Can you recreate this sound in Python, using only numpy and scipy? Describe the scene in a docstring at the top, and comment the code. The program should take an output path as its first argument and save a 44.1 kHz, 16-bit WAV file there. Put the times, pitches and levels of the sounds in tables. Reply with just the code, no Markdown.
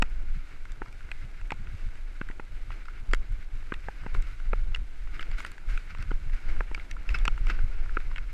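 """A dirt and gravel trail, from a fast mountain bike. The microphone is in a camera shut in a plastic
case on the rider's chest. Wind and jolts rumble in the microphone; tyre noise and grit come up from
the ground through the resonances of the case. Grit pings off the case and a loose metal part chatters.
Closest of all, the case knocks and ticks in its mount over the bumps."""
import sys
import numpy as np
from scipy import signal
from scipy.fft import rfft, irfft, next_fast_len
from scipy.io import wavfile
from scipy.ndimage import uniform_filter1d, map_coordinates

SR = 44100
rng = np.random.default_rng(int(sys.argv[2]) if len(sys.argv) > 2 else 0)


def digitize_waveform(pressure):
    """Quantize a signal to 16-bit integers and store it at the path in sys.argv[1].

    Rows of a 2-D input are taken as channels; values are limited to [-1, 1].
    """
    field = np.atleast_2d(pressure).T
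    bounded = np.clip(field, -1, 1)
    quanta = np.round(bounded * 32767).astype(np.int16)
    wavfile.write(sys.argv[1], SR, quanta)


N = 367353


def amp(db):
    """Decibels to gain."""
    return 10 ** (np.asarray(db) / 20)


def unit(x):
    """x scaled to rms 1."""
    return x / np.sqrt(np.mean(x ** 2) + 1e-20)


def curves(rows):
    """Each column after the time, interpolated to one value per sample."""
    times, *columns = np.transpose(rows)
    return [np.interp(np.arange(N) / SR, times, column) for column in columns]


def wobble(per_s):
    """A smooth random curve through per_s points a second."""
    points = rng.standard_normal(int(N * per_s / SR) + 4)
    return map_coordinates(points, [np.arange(N) * per_s / SR])


def filtered(x, response):
    """x through a filter whose gain is response(hz)."""
    size = next_fast_len(N + SR // 2)
    return irfft(rfft(x, size) * response(np.fft.rfftfreq(size, 1 / SR)), size)[..., :N]


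def coloured(x, spectrum):
    """x shaped by (frequency_hz, gain_db) points on a log axis, then scaled to rms 1."""
    points_hz, db = np.transpose(spectrum)
    return unit(filtered(x, lambda hz: amp(np.interp(np.log(hz + 1), np.log(points_hz + 1), db))))


def crackle(per_s, spread_db):
    """Random clicks of scattered sizes, rms 1."""
    hits = rng.random(N) < per_s / SR
    signs = rng.choice([-1, 1], N)
    sizes = amp(spread_db * np.clip(rng.standard_normal(N), -2, 2))
    return unit(hits * signs * sizes)


def wind_and_jolts():
    """Wind on the case and jolts through the chest strap: a deep throb and a lumpier buffet."""
    # wind at the microphone: time_s, throb_db, buffet_db
    wind = [(0.0, -26, -60), (0.3, -31, -54), (0.69, -37.5, -52), (1.28, -31.5, -53), (1.62, -30.5, -46),
            (1.97, -35, -58), (2.64, -34, -54.5), (3.09, -31.5, -53), (3.92, -34.5, -52),
            (4.71, -29, -49.5), (4.92, -34, -57.5), (5.24, -35, -51), (5.52, -37.5, -52.5),
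            (5.75, -36.5, -56), (6.01, -32, -46.5), (6.4, -34, -51.5), (6.84, -33, -53), (7.21, -45, -58),
            (7.54, -45, -50.5), (7.75, -26, -52), (8.03, -36.5, -59), (8.33, -30.5, -54)]
    # jolts over bumps: start_s, length_s, throb_db, buffet_db
    jolts = [(-0.024, 0.03, -20, -43), (0.115, 0.052, -40, -58), (0.216, 0.17, -30.5, -51),
             (1.83, 0.044, -30, -44), (3.095, 0.11, -26, -61), (3.3, 0.034, -26.5, -39),
             (3.524, 0.04, -36.5, -73), (4.14, 0.044, -17.5, -43), (4.467, 0.25, -33, -52),
             (4.78, 0.03, -33, -41), (5.294, 0.058, -28.5, -63), (5.67, 0.096, -24.5, -69),
             (6.09, 0.065, -27.5, -51), (6.266, 0.093, -26, -53), (6.467, 0.15, -23, -46),
             (6.95, 0.056, -29, -53), (7.082, 0.28, -23, -57), (7.411, 0.27, -22, -43),
             (7.817, 0.056, -28, -60), (7.898, 0.1, -28.5, -57), (8.044, 0.19, -31, -54)]
    # spectra of the throb and the buffet: frequency_hz, gain_db
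    throb_spectrum = [(1, -6), (7, -7.5), (15, 1), (25, 1.5), (33, -6.5), (45, -13), (70, -29.5),
                      (140, -37.5), (400, -120)]
    buffet_spectrum = [(20, -27), (45, -9), (75, -2.5), (130, -13), (220, -26), (400, -48), (1000, -120)]
    t = np.arange(N) / SR
    throb_db, buffet_db = curves(wind)
    throb_gain = amp(throb_db + 2.8 * wobble(9.2))
    buffet_gain = amp(buffet_db + 1.06 * wobble(8.5))
    for start, length, jolt_throb_db, jolt_buffet_db in jolts:
        outside_s = np.maximum(np.maximum(start - t, t - start - length), 0)
        jolt = amp(-20 * outside_s / 0.023)  # fades 20 dB in 23 ms on either side
        throb_gain += amp(jolt_throb_db) * jolt
        buffet_gain += amp(jolt_buffet_db) * jolt
    deep = coloured(rng.standard_normal(N), throb_spectrum)
    swell = np.sqrt(np.abs(uniform_filter1d(deep ** 2, size=SR // 8)) + 0.066)
    throb = unit(deep / swell)  # evened out, so it follows the jolts and not its own beating
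    lumps = amp(2.3 * wobble(14) + 4.6 * wobble(35))
    buffet = coloured(lumps * rng.standard_normal(N), buffet_spectrum)
    return throb_gain * throb + buffet_gain * buffet


def tyres():
    """Knobbed tyres drone and roar below; small stones crackle in flurries; loose gravel rasps."""
    # rolling noise along the trail: time_s, roar_db, drone_db
    roll = [(0.0, -59, -59), (0.53, -57, -61), (0.88, -58, -61.5), (1.3, -58, -61), (2.51, -59, -61.5),
            (2.71, -57.5, -62.5), (3.04, -57, -61), (3.57, -59, -62.5), (4.06, -54, -59),
            (4.31, -54, -61.5), (4.78, -60.5, -59.5), (5.06, -58, -64), (5.19, -53.5, -60),
            (5.29, -52.5, -59.5), (5.71, -59, -63.5), (5.82, -59, -65.5), (6.29, -57, -61.5),
            (6.47, -52.5, -58.5), (6.63, -54.5, -58.5), (6.87, -57.5, -60), (7.1, -54, -58.5),
            (7.35, -55, -58.5), (7.82, -54, -57.5), (8.33, -55.5, -60.5)]
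    # patches of loose gravel: peak_s, level_db, hiss_over_level_db, t60_s
    rasps = [(2.7187, -42.5, -20, 0.16), (4.145, -33, -11.5, 0.1), (4.27, -49, -14, 0.17),
             (5.141, -43.5, -20, 0.3), (5.2096, -28, -16, 0.053), (5.388, -32.5, -11, 0.2),
             (5.4644, -36, -5, 0.046), (5.6994, -34, -14.5, 0.48), (5.905, -36.5, -30, 0.17),
             (6.0057, -43.5, -17, 0.43), (6.3335, -41, -13, 0.15), (6.49, -35, -18, 0.21),
             (7.103, -29.5, -18, 0.089), (7.1463, -19.5, -33, 0.081), (7.1871, -37, -28, 0.19),
             (7.2594, -30, -27, 0.054), (7.484, -34, -20, 0.25), (7.5002, -18, -39, 0.064)]
    # roar, drone and grit hiss as heard through the case: frequency_hz, gain_db
    roar_spectrum = [(500, -28.5), (1000, -18.5), (1250, -6.5), (1480, -1), (1850, -7.5), (2200, -2),
                     (2500, -9.5), (2750, -10), (3400, -22.5), (5000, -20.5), (9000, -50)]
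    drone_spectrum = [(80, -39), (160, -2), (240, -2.5), (310, -0.5), (450, -6.5), (700, -8), (1000, -10.5),
                      (1400, -15), (2500, -59)]
    hiss_spectrum = [(800, -35), (2500, -1), (3900, 0.5), (5000, -7.5), (6200, -6), (7800, -7.5),
                     (9000, -11), (12000, -15), (15000, -27)]
    t = np.arange(N) / SR
    roar_db, drone_db = curves(roll)
    roar_gain = amp(roar_db)
    hiss_gain = amp(-67 + 0.29 * (roar_db - roar_db.mean()))  # the hiss loosely follows the roar
    for peak_s, level_db, hiss_over_db, t60 in rasps:
        fade_s = np.where(t > peak_s, t60, 0.17 * t60)  # quick rise, slow fall
        rasp = amp(level_db - 12 - 60 * np.abs(t - peak_s) / fade_s)  # rms 12 dB under the level
        roar_gain += rasp
        hiss_gain += amp(hiss_over_db) * rasp
    flurry = wobble(14)
    stones = crackle(500 * amp(4 * flurry), spread_db=7.0)
    roar = amp(0.48 * flurry + 1.96 * wobble(50)) * rng.standard_normal(N) + 0.33 * stones
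    hiss = amp(0.73 * flurry) * rng.standard_normal(N) + 0.25 * stones + 0.3 * crackle(90, spread_db=6)
    rasp_lift = (roar_gain / amp(roar_db)) ** 0.64
    drone_gain = rasp_lift * amp(drone_db + 1.57 * wobble(22))
    drone = drone_gain * coloured(rng.standard_normal(N), drone_spectrum)
    return roar_gain * coloured(roar, roar_spectrum) + hiss_gain * coloured(hiss, hiss_spectrum) + drone


def grit_pings():
    """Tiny hard grains hit the case, each a bright spit of noise."""
    # grains on the case: peak_s, level_db
    grains = [(0.0997, -53), (0.9273, -53), (1.475, -54), (2.2944, -60), (3.3244, -50), (4.2224, -43),
              (5.2574, -60), (5.3138, -60), (5.383, -47), (5.4174, -46), (5.4634, -50), (5.5172, -40.5),
              (6.0253, -40), (6.7456, -42), (6.911, -43), (7.1856, -52), (7.488, -49)]
    # spectrum of a ping: frequency_hz, gain_db
    spectrum = [(3000, -28), (5500, -6), (7500, 3), (11000, -3), (15000, -13)]
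    rise_s, t60_s = 0.001, 0.0036
    t = np.arange(N) / SR
    envelope = sum(amp(db - 4 - 60 * np.abs(t - peak_s) / np.where(t > peak_s, t60_s, rise_s))
                   for peak_s, db in grains)
    return envelope * coloured(rng.standard_normal(N), spectrum)


def metal_chatter():
    """Dense small contacts keep the modes of a loose metal part ringing."""
    # bursts of shaking: start_s, level_db, t60_s
    bursts = [(7.142, -31.5, 0.073), (7.483, -43, .04), (7.499, -35.5, 0.052)]
    # modes of the part: pitch_hz, relative_db, t60_s
    modes = [(2624, 5.5, 0.043), (5180, -9, .03), (7260, -16, .02)]
    t = np.arange(N) / SR
    ring_t = t[:SR // 10]
    contacts = crackle(1500, spread_db=3)
    shake = sum((t > start) * amp(db - 60 * np.abs(t - start) / t60) for start, db, t60 in bursts)
    ring = sum(amp(db - 60 * ring_t / t60) * np.sin(2 * np.pi * hz * ring_t) for hz, db, t60 in modes)
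    return signal.fftconvolve(shake * contacts, ring / np.linalg.norm(ring))[:N]


def struck(modes, blow, t, contact_s):
    """A blow rings decaying modes, varied in strength and pitch; contact_s rounds the start. Peak 1."""
    ring = 0
    for hz, db, t60 in modes:
        decay = amp(db + 2.5 * rng.standard_normal() - 60 * t / t60)
        pitch_hz = hz * (1 + 0.043 * rng.standard_normal())
        ring += decay * np.sin(2 * np.pi * pitch_hz * t)
    onset = 1 - np.exp(-(t / contact_s) ** 2)
    sound = signal.fftconvolve(blow, ring * onset)[:len(t)]
    return sound / np.abs(sound).max()


def case_hits(hits):
    """The case hits its mount: a light first touch, the blow, a rebound 2 ms later, a dying rattle."""
    # modes of the case in four families, low to high: pitch_hz, relative_db, t60_s
    modes = {"thud": [(200, 3, 0.0093), (319, 9.5, 0.0074), (502, 14, 0.003), (843, -3, 0.015)],
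             "ring": [(1108, -0.5, 0.005), (1391, 9, 0.0084), (1522, -1, 0.012)],
             "second": [(2134, 0.5, 0.015), (2230, 4, 0.0063), (2589, 5, 0.0095), (3040, -8.5, 0.0043)],
             "snap": [(3840, 4, 0.007), (4630, 3.5, 0.0068), (5360, 10.5, 0.002), (6220, -9, 0.0052),
             (7500, 1, 0.0059), (8200, -8, 0.0017), (9200, -13, 0.0017), (10400, -16, 0.002),
             (13000, -29, .003)]}
    rattle_t60_s = 0.011
    lead, rebound = round(0.0009 * SR), round(0.0021 * SR)
    track, t = np.zeros(N + SR), np.arange(SR // 12) / SR
    for start, thud_db, ring_db, second_ring_db, snap_db in hits:
        blow = 0.32 * rng.standard_normal(len(t)) * amp(-60 * t / rattle_t60_s)
        blow[[0, lead, lead + rebound]] += 0.25, 1, 0.5
        hit = (amp(thud_db) * struck(modes["thud"], blow, t, contact_s=0.0014)
               + amp(ring_db) * struck(modes["ring"], blow, t, contact_s=0.0007)
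               + amp(second_ring_db) * struck(modes["second"], blow, t, contact_s=0.00039)
               + amp(snap_db) * struck(modes["snap"], blow, t, contact_s=0.0001))
        track[round(start * SR) - lead:][:len(t)] += hit
    return track[:N]


def case_ticks():
    """Light ticks hardly move the low modes of the case; fainter ones fall at random."""
    # light contacts in the mount: start_s, ring_db, second_ring_over_ring_db, snap_over_ring_db
    ticks = [(0.654, -39.5, -4, -11), (0.72, -48.5, -8, 5.5), (0.927, -54.5, 10.5, 5),
             (1.116, -30.5, 5.5, -9), (1.414, -40.5, -3, -12), (1.506, -29.5, 4.5, -10),
             (2.288, -35.5, -1, -12), (2.312, -55.5, 19.5, -1), (2.705, -32.5, -7, -26),
             (2.719, -44, 7, -13), (2.884, -34, -8, -19), (3.113, -39, 0, -6), (3.147, -29, 2, -4),
             (3.74, -36.5, 8, -8), (4.035, -41, -17, -16), (4.2245, -45.5, 7, 1), (4.7476, -36.5, 16, 3),
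             (4.76, -33, -2, -12), (4.770, -40, -3, -14), (5.195, -27, -1.5, -20), (5.228, -34, 4, -8),
             (5.315, -41.5, 5, -1), (5.384, -50, -1, 5), (5.404, -31, -2, -7), (5.449, -24.5, -1, -15),
             (5.518, -44, -3, -2), (5.581, -35.5, -17, -13), (5.776, -29.5, -0.5, -13),
             (5.949, -36.5, 2, -16), (6.026, -39, 1, -2.5), (6.108, -32.5, -12, -18),
             (6.7474, -32, 6, -2.5), (6.798, -43, 7.5, -7), (6.913, -41, 11.5, 7.5),
             (6.967, -36.5, -30, -19), (7.0912, -33, 6.5, -7), (7.187, -48, 5, 13),
             (7.2533, -23, 1.5, -7.5), (7.378, -32, -10, -16), (7.469, -30, -1.5, -11),
             (7.86, -38, -8, -15), (7.894, -35, -10, -23), (8.003, -42, 6, -11), (8.115, -35.5, -12, -18),
             (8.161, -31.5, 4, -20), (8.172, -41.5, 7, -18), (8.1821, -29.5, -2, -19)]
    faint_per_s, thud_over_ring_db = 4, -26.5
    draws = rng.random((round(faint_per_s * N / SR), 4))
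    faint = [(0.01 + when * (N / SR - 0.01), -47.5 + 8 * force, 16 * second - 12, -6 - 14 * dullness)
             for when, force, second, dullness in draws]
    return case_hits([(start, db + thud_over_ring_db, db, db + second, db + snap)
                      for start, db, second, snap in ticks + faint])


def case_knocks():
    """Heavy knocks right at the microphone: the harder the contact, the more snap and second ring."""
    # heavy contacts in the mount: start_s, ring_db, thud_over_ring_db, snap_over_ring_db
    knocks = [(0.023, -16, -4, -9), (0.818, -28, 1, -41), (1.5196, -25, 0.5, -14), (2.2136, -25.5, 2, -31),
              (2.3, -43.5, 11.5, -15), (2.397, -28.5, -2.5, -39), (3.1347, -15.5, -7, -10.5),
              (3.7217, -22.5, -0.5, -34), (3.885, -27.5, 0.5, -45), (4.064, -29.5, 1, -34),
              (4.149, -26, -10, -37), (4.5325, -22.5, -0.5, -25), (6.1149, -30, 5.5, -30),
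              (6.6068, -21, -3.5, -27), (6.714, -41, 8.5, -15), (6.7778, -33.5, -2.5, -31),
              (7.2792, -16, -6, -9), (7.5892, -34.5, -4, -36), (7.9706, -16.5, -10, -37)]
    second_ring_lift_db, follows_snap = 2.5, 0.31
    return case_hits([(start, db + thud, db, db + second_ring_lift_db + follows_snap * snap, db + snap)
                      for start, db, thud, snap in knocks])


def scene():
    """Everything reaches the one microphone through the case."""
    return (wind_and_jolts() + tyres() + case_knocks() + case_ticks()
            + grit_pings() + metal_chatter())[None]


def record(dry):
    """The camera keeps nothing above its band limit."""
    limit_hz = 15200
    return filtered(dry, lambda hz: hz < limit_hz)


dry = scene()
out = record(dry)
digitize_waveform(out)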